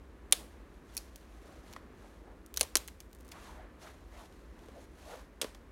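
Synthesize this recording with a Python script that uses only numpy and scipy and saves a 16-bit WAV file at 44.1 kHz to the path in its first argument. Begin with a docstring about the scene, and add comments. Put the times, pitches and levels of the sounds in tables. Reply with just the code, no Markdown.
"""Dead twigs snapped in a dense conifer wood

A person in a padded jacket breaks dry twigs by hand, one step from a phone's microphone.
Each break is a sharp release and a burst of tearing fibres that rings the twig; ground and trunks scatter it.
Sleeves swish as cloth noise and the weave's tone; shoes scuff the needle litter and something squeaks once,
both as filtered grains. Soft treetop air and a low distant rumble, both shaped noise, lie under it all."""
import sys
import numpy as np
from scipy import signal
from scipy.fft import rfft, irfft
from scipy.io import wavfile
from scipy.ndimage import uniform_filter1d

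SR = 44100
rng = np.random.default_rng(int(sys.argv[2]) if len(sys.argv) > 2 else 0)


def transcribe(signal):
    """Save signal, clipped to [-1, 1], as a 16-bit WAV file at the path in sys.argv[1]."""
    frames = np.atleast_2d(signal).T
    limited = np.clip(frames, -1, 1)
    pcm = np.round(limited * 32767).astype(np.int16)
    wavfile.write(sys.argv[1], SR, pcm)


N = 251811
T = np.arange(N) / SR  # s
SIZE = 4096  # samples in a stick's ring, and knots in a random walk
TOP_HZ = 16000  # next to nothing sounds above this

# air in the treetops, spectrum: (frequency [Hz], level [dB])
TREETOP_SPECTRUM = [(59, -39.5), (100, -12), (140, -6), (260, -2.5), (328, -2.5), (358, -4), (547, -9),
                    (801, -16), (1080, -13.5), (1390, -18), (1680, -17), (3470, -32), (3780, -32),
                    (4870, -37.5), (16000, -54.5)]
# far rumble, spectrum: (frequency [Hz], level [dB])
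RUMBLE_SPECTRUM = [(20, -30.5), (32, -16), (42, -2), (54, 2.5), (68, -2), (85, -9.5), (120, -22.5),
                   (200, -50.5)]
TREETOP_DB, RUMBLE_DB = -58, -55

# sleeve strokes: (time of fastest motion [s], level before the swish trim [dB], rise [s], fall [s])
SLEEVE_STROKES = [ (0.5, -70, .06, .09), (0.75, -73, 0.042, .04), (0.949, -64.5, .06, 0.14),
                  (1.21, -71, 0.062, .03), (1.56, -65, 0.23, .04), (1.71, -62.5, 0.057, 0.035),
                  (2.03, -66.5, 0.047, 0.12), (3.47, -58.5, 0.098, 0.068), (3.84, -56.5, 0.023, 0.06),
                  (4.0, -72, 0.0793, .06), (4.19, -59.5, 0.054, 0.067), (4.349, -68, 0.032, .1),
                  (4.66, -68, 0.081, .05), (4.82, -64, 0.081, .03), (5.14, -56, 0.098, 0.056), ]
# cloth hiss, spectrum: (frequency [Hz], level [dB])
CLOTH_SPECTRUM = [(250, -10), (600, 11), (1200, 5.5), (2000, 3), (3200, -0.5), (4200, 0.5), (4900, -4),
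                  (6200, -1.5), (8200, -6.5), (9600, -5), (12000, -7.5), (16000, -13.5)]
STROKE_SHAPE = 1.7  # 1 = pointed, 2 = bell
RESTING_DB = -78  # the cloth is never quite still; before the swish trim

# resonances of each kind of wood, by name: (frequency [Hz], width before any blur [Hz], level [dB])
WOOD_MODES = { "brittle": [(567, 92, -4.5), (1140, 130, -12), (1703, 78, -12), (2350, 130, -8),
              (3547, 168.7, 4.5), (4404, 450, -6.5), (6240, 1100, -7), (8950, 440, -1), (9680, 350, 0.5),
              (11100, 800, -9.5), (14630, 2610, -13.5)], "thin": [(2510, 120, -11), (4470, 350, -3),
              (5600, 160, 1), (6630, 660, -9.5), (9700, 760, -4), (13000, 1500, -10)],
              "springy": [(550, 400, -25), (1486, 300, -25.5), (3140, 330, -14.5), (4020, 220, -8),
              (6300, 700, -5.5), (9600, 360, -8), (12050, 720, -7.5)], "thick": [(590, 176, 4.5),
              (2560, 180, 2), (4170, 410, 2), (6040, 400, -5.5), (6690, 600, -6), (9200, 1700, -7),
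              (10400, 1200, -2)], "stout": [(340, 99, -6.5), (1065, 170, -3), (1550, 330, -6.5),
              (2660, 600, -5), (3900, 910, -10), (5835, 440, 5.5), (7000, 700, -12), (9350, 2200, -5)],
              "branch": [(536, 300, -6), (1113, 450, -20), (2590, 310, -3), (3590, 380, -1),
              (5270, 126, -2), (6300, 480, -8.5), (8530, 400, -5), (9650, 180, -5), (12100, 2200, -22)],
              "splinter": [(3200, 2500, -3.5), (6200, 2200, -2.5), (9350, 3000, -2.5), (14200, 4200, -1.5)],
              "bark": [(1500, 2100, -1), (3100, 1300, 1), (6100, 3900, -9), (10000, 8100, -19.5)],
              "knock": [(635, 82, -4.5), (1165, 110, -1.5), (1870, 140, -13), (6176, 5100, -49)],
              "thud": [(280, 120, -2), (458, 92, 7.5), (590, 97, -7), (1207, 400, -23), (3200, 1500, -24)],
              }

# faint crackles of a twig under strain: (time [s], half length [s], level [dB])
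STRAINED_TWIGS = [(0.313, 0.013, -69), (0.95, .008, -61), (1.2, 0.018, -71), (1.72, 0.012, -68),
                  (3.217, 0.09, -68.5), (4.83, 0.016, -70)]

# sticks that break: (time [s], wood [name], level over a millisecond [dB], tearing time [ms],
# time the bark holds [ms], fibres against the main release [dB],
# then against the crack: bark [dB], recoil [dB], echo from the trunks [dB])
BREAKING_STICKS = [ (0.3237, "brittle", -7.5, 1.2, 4.78, 4, -15.5, -27, -23.5),
                   (0.9679, "thin", -27, 1.57, 1.5, 0, -16, -33, -13.5),
                   (0.9766, "thin", -27.5, 0.87, 1.1, -10, -33, -38, -21),
                   (2.5726, "springy", -21, 0.34, 2, 5.5, -11.5, -38.5, -23.5),
                   (2.6097, "thick", -13.5, 1.6, 1.29, 4.5, -19, -17.5, -21.5),
                   (2.63, "thick", -28.5, .74, 1.15, -1, -12, -30.5, -26),
                   (2.7545, "stout", -12.5, 0.5, .6, -5, -11, -16.5, -36),
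                   (2.769, "springy", -19.5, 0.32, 2.2, -16.5, -16, -29, -32.5),
                   (5.4142, "branch", -21.5, 3.9, 1.84, 6.5, -17, -10.5, -15.5), ]
# a weaker second crack follows at once, as from the ground
GROUND_S, GROUND_DB, GROUND_MS, GROUND_FIBRE_DB = 0.0036, -10, 0.37, 5
# the bark splits all round the stick, so the trees send much of it back
BARK_MS, BARK_FIBRE_DB, BARK_ECHO_DB = 1.4, 4, -7
# just after the bark the freed halves kick in the hands
RECOIL_S, RECOIL_MS, RECOIL_FIBRE_DB, RECOIL_ECHO_DB = 0.002, 2.1, 8.5, -7

# scuffs on soft ground, and one short rising squeak of a sleeve or zip: (time [s], half length [s],
# centre [Hz], width of each filter pass [Hz], level before the scuff trim [dB], glide [octaves/s])
SCUFFS_AND_SQUEAK = [ (0.405, 0.035, 484, 601, -55.5, -2.5), (1.495, .045, 561, 449, -60, 0),
                     (2.041, 0.021, 570, 690, -56.5, 2), (2.295, .042, 552, 598, -57, -0.5),
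                     (3.358, .022, 969, 1297, -52, 2.5), (3.485, 0.021, 1015, 220, -50, -2.5),
                     (3.584, 0.061, 684, 450, -56, -2), (3.601, 0.073, 1488, 1076, -60.5, 0.5),
                     (3.861, 0.025, 676, 300, -57.5, 7), (3.873, 0.021, 1400, 890, -54.5, 6.5),
                     (3.829, 0.0074, 5300, 1000, -59, 15), (4.152, .025, 1900, 900, -60, 4),
                     (4.163, .02, 636, 250, -54, 3.5), (4.21, .03, 950, 593, -55.5, -5.5),
                     (4.77, .02, 605, 201.4, -51.5, -6), (5.123, 0.042, 560, 300.7, -47.5, -1.5),
                     (5.159, .04, 1092, 1016, -56, 2), ]

# light clicks and knocks, of fibres giving way, bark flaking and pieces touching:
# (time [s], wood [name], level over a millisecond [dB], length [ms])
LIGHT_CLICKS = [ (1.159, "splinter", -41.5, 1.8), (1.7280, "bark", -47.5, .6), (1.7356, "bark", -43, 0.73),
                (1.7630, "knock", -34.5, 3.1), (2.4623, "splinter", -47, 0.33),
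                (2.5413, "splinter", -36, 0.3), (2.5625, "splinter", -37, 4.7),
                (2.5956, "splinter", -32, .6), (2.6035, "splinter", -34.5, 3.8),
                (2.8772, "splinter", -37, 1.9), (2.8823, "bark", -38, 3.5), (3.003, "splinter", -40.5, 2.4),
                (3.005, "bark", -48.5, 4.1), (3.1302, "splinter", -49, 1), (3.1492, "splinter", -51, 1.2),
                (3.2503, "splinter", -58, .8), (3.2800, "splinter", -53, 0.97),
                (3.2887, "splinter", -49.5, 2.25), (3.316, "splinter", -44, 3.5),
                (3.319, "bark", -40.5, 4.5), (4.3245, "bark", -58, 1.2), (4.591, "bark", -57, 2.2),
                (4.6600, "bark", -58.5, 2.2), (4.6850, "thud", -42.5, .6), (5.425, "bark", -34.5, 4.9),
                (5.4297, "thud", -30, 6.4), (5.4417, "bark", -39, 5), (5.4445, "thud", -28, 0.54),
                (5.5476, "bark", -46.5, 3.1), (5.55, "knock", -49, 1.5), ]
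# a longer click catches more fibres; at EVEN_MS they equal the first release in energy
EVEN_MS, FIBRE_DB_PER_OCTAVE, CLICK_ECHO_DB = 1.8, 3, -12


def amp(db):
    """Decibels to gain."""
    return 10 ** (np.asarray(db) / 20)


def unit(x):
    """Scale to an energy of one."""
    return x / np.sqrt(np.sum(x ** 2))


def noise(points):
    """Noise of rms 1 with a spectrum of (Hz, dB) points."""
    hz, db = np.transpose(points)
    f = np.maximum(np.fft.rfftfreq(N, 1 / SR), 1)
    gain = amp(np.interp(np.log(f), np.log(hz), db))
    white = rfft(rng.standard_normal(N))
    return np.sqrt(N) * unit(irfft(white * gain, N))


def walk(rate):
    """Smooth random wandering about zero, through `rate` random knots per second."""
    knots = rng.standard_normal(SIZE)
    return uniform_filter1d(np.interp(T * rate, np.arange(SIZE), knots), SIZE // 16)


def swell(s, half_s):
    """A bell-shaped rise and fall around a time."""
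    return np.exp(-((T - s) / half_s) ** 2 / 2)


def grains(rate, spread_db):
    """Tiny catches of uneven size at random times, `rate` per second on average; rms 1."""
    when = rng.random(N)
    size = rng.exponential(size=N)
    sign = rng.choice([-1, 1], N)
    catches = (when < rate / SR) * sign * amp(spread_db * np.minimum(size, 4))
    return np.sqrt(N) * unit(catches)


def add(track, s, sound):
    """Mix a sound into a track at a time."""
    i = int(s * SR)
    track[i:i + len(sound)] += sound[:N - i]


def resonance(f, hz, width):
    """Power response of one damped mode."""
    return (f * width) ** 2 / ((f * width) ** 2 + (f ** 2 - hz ** 2) ** 2)


def ring(modes, spread_ms, blur=1):
    """Causal response of a stick; bending waves carry the treble out ahead of the bass."""
    f = np.fft.rfftfreq(SIZE, 1 / SR)
    power = sum(amp(db) ** 2 * resonance(f, hz, blur * width) for hz, width, db in modes)
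    # folding the cepstrum gives minimum phase: the ring starts at once
    cepstrum = irfft(np.log(power + 1e-7) / 2)
    cepstrum[1:SIZE // 2] *= 2
    cepstrum[SIZE // 2 + 1:] = 0
    # added delay: spread_ms at 1 kHz, less above
    lag_cycles = 2 * spread_ms / 1000 * np.sqrt(1000 * f)
    return irfft(np.exp(rfft(cepstrum) - 2j * np.pi * lag_cycles))


def fracture(tear_ms, fibre_db, scatter_db=4, fibre_hz=2200):
    """One main release, then a dying volley of fibres, too fine to make much bass."""
    ms = 1000 * T[:SIZE // 4]
    push, size = rng.standard_normal((2, len(ms)))
    volley = push * amp(scatter_db * size) * np.exp(-ms / tear_ms) * (ms > 0)
    highpass = signal.butter(1, fibre_hz, "high", fs=SR, output="sos")
    force = amp(fibre_db) * unit(signal.sosfilt(highpass, volley))
    force[0] = 1  # the main release
    return force


def scatter(start_s, t60_s, patchy_db):
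    """A dying cloud of small uneven echoes, of energy one."""
    t = T[:SR * 3 // 4]
    echo, size = rng.standard_normal((2, len(t)))
    decay = np.exp(-np.log(1000) * t / t60_s)
    return unit(echo * amp(patchy_db * size) * (t > start_s) * decay)


def trunks(split_hz=5000, low_t60_s=0.34, high_t60_s=0.35, high_db=-3):
    """Echoes from the trees: the treble comes back later and is turned down."""
    low, high = (signal.butter(2, split_hz, kind, fs=SR, output="sos") for kind in ("low", "high"))
    dull = signal.sosfilt(low, scatter(start_s=0.0055, t60_s=low_t60_s, patchy_db=3.0))
    bright = signal.sosfilt(high, scatter(start_s=0.015, t60_s=high_t60_s, patchy_db=0.5))
    return dull + amp(high_db) * bright


def struck(wood, db, tear_ms, fibre_db, echo_db, ground_db=-12, near_db=-15, blur=6):
    """A release rings its wood and comes back from the ground, the nearest branches and the trunks."""
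    modes = WOOD_MODES[wood]
    force = fracture(tear_ms, fibre_db)
    crack = unit(signal.fftconvolve(force, ring(modes, spread_ms=1.2)))
    direct = amp(ground_db) * scatter(start_s=0.0029, t60_s=0.015, patchy_db=4.5)
    direct[0] = 1
    # the trees hear the stick from every side, which evens out its resonances
    all_round = unit(ring(modes, spread_ms=0, blur=blur))
    branches = amp(near_db) * scatter(start_s=0.0025, t60_s=0.05, patchy_db=4.5)
    echoes = branches + amp(echo_db) * trunks()
    sound = signal.fftconvolve(crack[:SIZE], direct) + signal.fftconvolve(all_round, echoes)
    return amp(db) * sound * np.sqrt(SR / 1000)  # level counted over one millisecond


def forest(sway_db=1.5):
    """Soft, slowly wavering air in the treetops over a steady far rumble."""
    air = noise(TREETOP_SPECTRUM) * amp(TREETOP_DB + sway_db * walk(2.6))
    return air + noise(RUMBLE_SPECTRUM) * amp(RUMBLE_DB)


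def stroke(s, rise_s, fall_s):
    """An arm speeds up to its fastest moment and slows again."""
    side_s = np.where(T < s, rise_s, fall_s)
    return np.exp(-np.abs((T - s) / side_s) ** STROKE_SHAPE / 2)


def jacket(swish_db=0.5, crinkle_db=1.5, rib_hz=1400, rib_db=-4, wander=0.3, slip_hz=150, tick_db=-9):
    """Cloth slides on cloth; folds make the hiss uneven and the weave sings higher the faster it moves."""
    power = amp(RESTING_DB) ** 2
    for s, db, rise_s, fall_s in SLEEVE_STROKES:
        power = power + (amp(db) * stroke(s, rise_s, fall_s)) ** 2
    rub = np.sqrt(power) * amp(swish_db + crinkle_db * walk(180))
    speed = uniform_filter1d(np.sqrt(rub / rub.max()), SIZE // 2)
    weave = 0
    for fold in (1, 2):  # a wavering tone and one near its octave
        hz = fold * rib_hz * speed * np.exp(wander * walk(25)) + slip_hz * walk(300)
        weave = weave + walk(120) * np.sin(2 * np.pi * np.cumsum(hz) / SR) / fold
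    # flakes of bark catch on the moving sleeve
    flake = unit(ring(WOOD_MODES["bark"], spread_ms=1))
    ticks = signal.fftconvolve(grains(rate=420, spread_db=-0.5), flake)[:N]
    return rub * (noise(CLOTH_SPECTRUM) + amp(rib_db) * weave + amp(tick_db) * ticks)


def crackle(rate=130, spread_db=4.0):
    """Single fibres give way at random while a twig is bent."""
    fibres = grains(rate, spread_db)
    splinter = unit(ring(WOOD_MODES["splinter"], spread_ms=1))
    ringing = signal.fftconvolve(fibres, splinter)[:N]
    return ringing * sum(amp(db) * swell(s, half_s) for s, half_s, db in STRAINED_TWIGS)


def twigs():
    """The wood cracks; within milliseconds come a second crack, the splitting bark and the recoil."""
    out = np.zeros(N)
    for s, wood, db, tear_ms, hold_ms, fibre_db, bark_db, recoil_db, echo_db in BREAKING_STICKS:
        crack = struck(wood, db, tear_ms, fibre_db, echo_db)
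        second_crack = struck(wood, db + GROUND_DB, GROUND_MS, GROUND_FIBRE_DB, echo_db)
        bark = struck("bark", db + bark_db, BARK_MS, BARK_FIBRE_DB, BARK_ECHO_DB)
        recoil = struck("thud", db + recoil_db, RECOIL_MS, RECOIL_FIBRE_DB, RECOIL_ECHO_DB)
        split_s = s + hold_ms / 1000
        add(out, s, crack)
        add(out, s + GROUND_S, second_crack)
        add(out, split_s, bark)
        add(out, split_s + RECOIL_S, recoil)
    return out


def scuffs_and_squeak(grain_db=1, scuff_db=-2, wander=0.05):
    """Soles on needle litter, and one squeak of a sleeve or zip: dense little catches with a sliding pitch."""
    out = np.zeros(N)
    catches = grains(rate=3400, spread_db=2.0)
    waver = wander * walk(30)  # octaves
    for s, half_s, hz, width, db, glide in SCUFFS_AND_SQUEAK:
        b, a = signal.iirpeak(hz, hz / width, fs=SR)
        once = signal.lfilter(b, a, catches)
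        rub = np.sqrt(N) * unit(signal.lfilter(b, a, once))
        near = np.abs(T - s) < 4 * half_s
        # reading the rub faster or slower bends its pitch
        pace = 2 ** (glide * (T[near] - s) + waver[near])
        bent = np.interp(s + np.cumsum(pace) / SR, T, rub)
        out[near] += amp(db) * bent * swell(s, half_s)[near]
    return out * amp(scuff_db + grain_db * walk(90))


def click(wood, db, length_ms):
    """One light click; the longer it lasts, the rougher it is."""
    fibre_db = FIBRE_DB_PER_OCTAVE * np.log2(length_ms / EVEN_MS)
    return struck(wood, db, length_ms, fibre_db, CLICK_ECHO_DB)


def light_clicks():
    """Fibres give way, bark flakes and pieces touch, each click ringing its wood."""
    out = np.zeros(N)
    for s, wood, db, length_ms in LIGHT_CLICKS:
        add(out, s, click(wood, db, length_ms))
    return out


def scene():
    """All sources at one microphone."""
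    wood = twigs() + light_clicks() + crackle()
    return (wood + jacket() + scuffs_and_squeak() + forest())[None]


def record(dry, mic_hz=14000):
    """The microphone softens the highest treble; next to nothing sounds above TOP_HZ."""
    soft = signal.sosfilt(signal.butter(2, mic_hz, fs=SR, output="sos"), dry)
    return signal.sosfilt(signal.ellip(10, 0.2, 70, TOP_HZ, fs=SR, output="sos"), soft)


dry = scene()
out = record(dry)
transcribe(out)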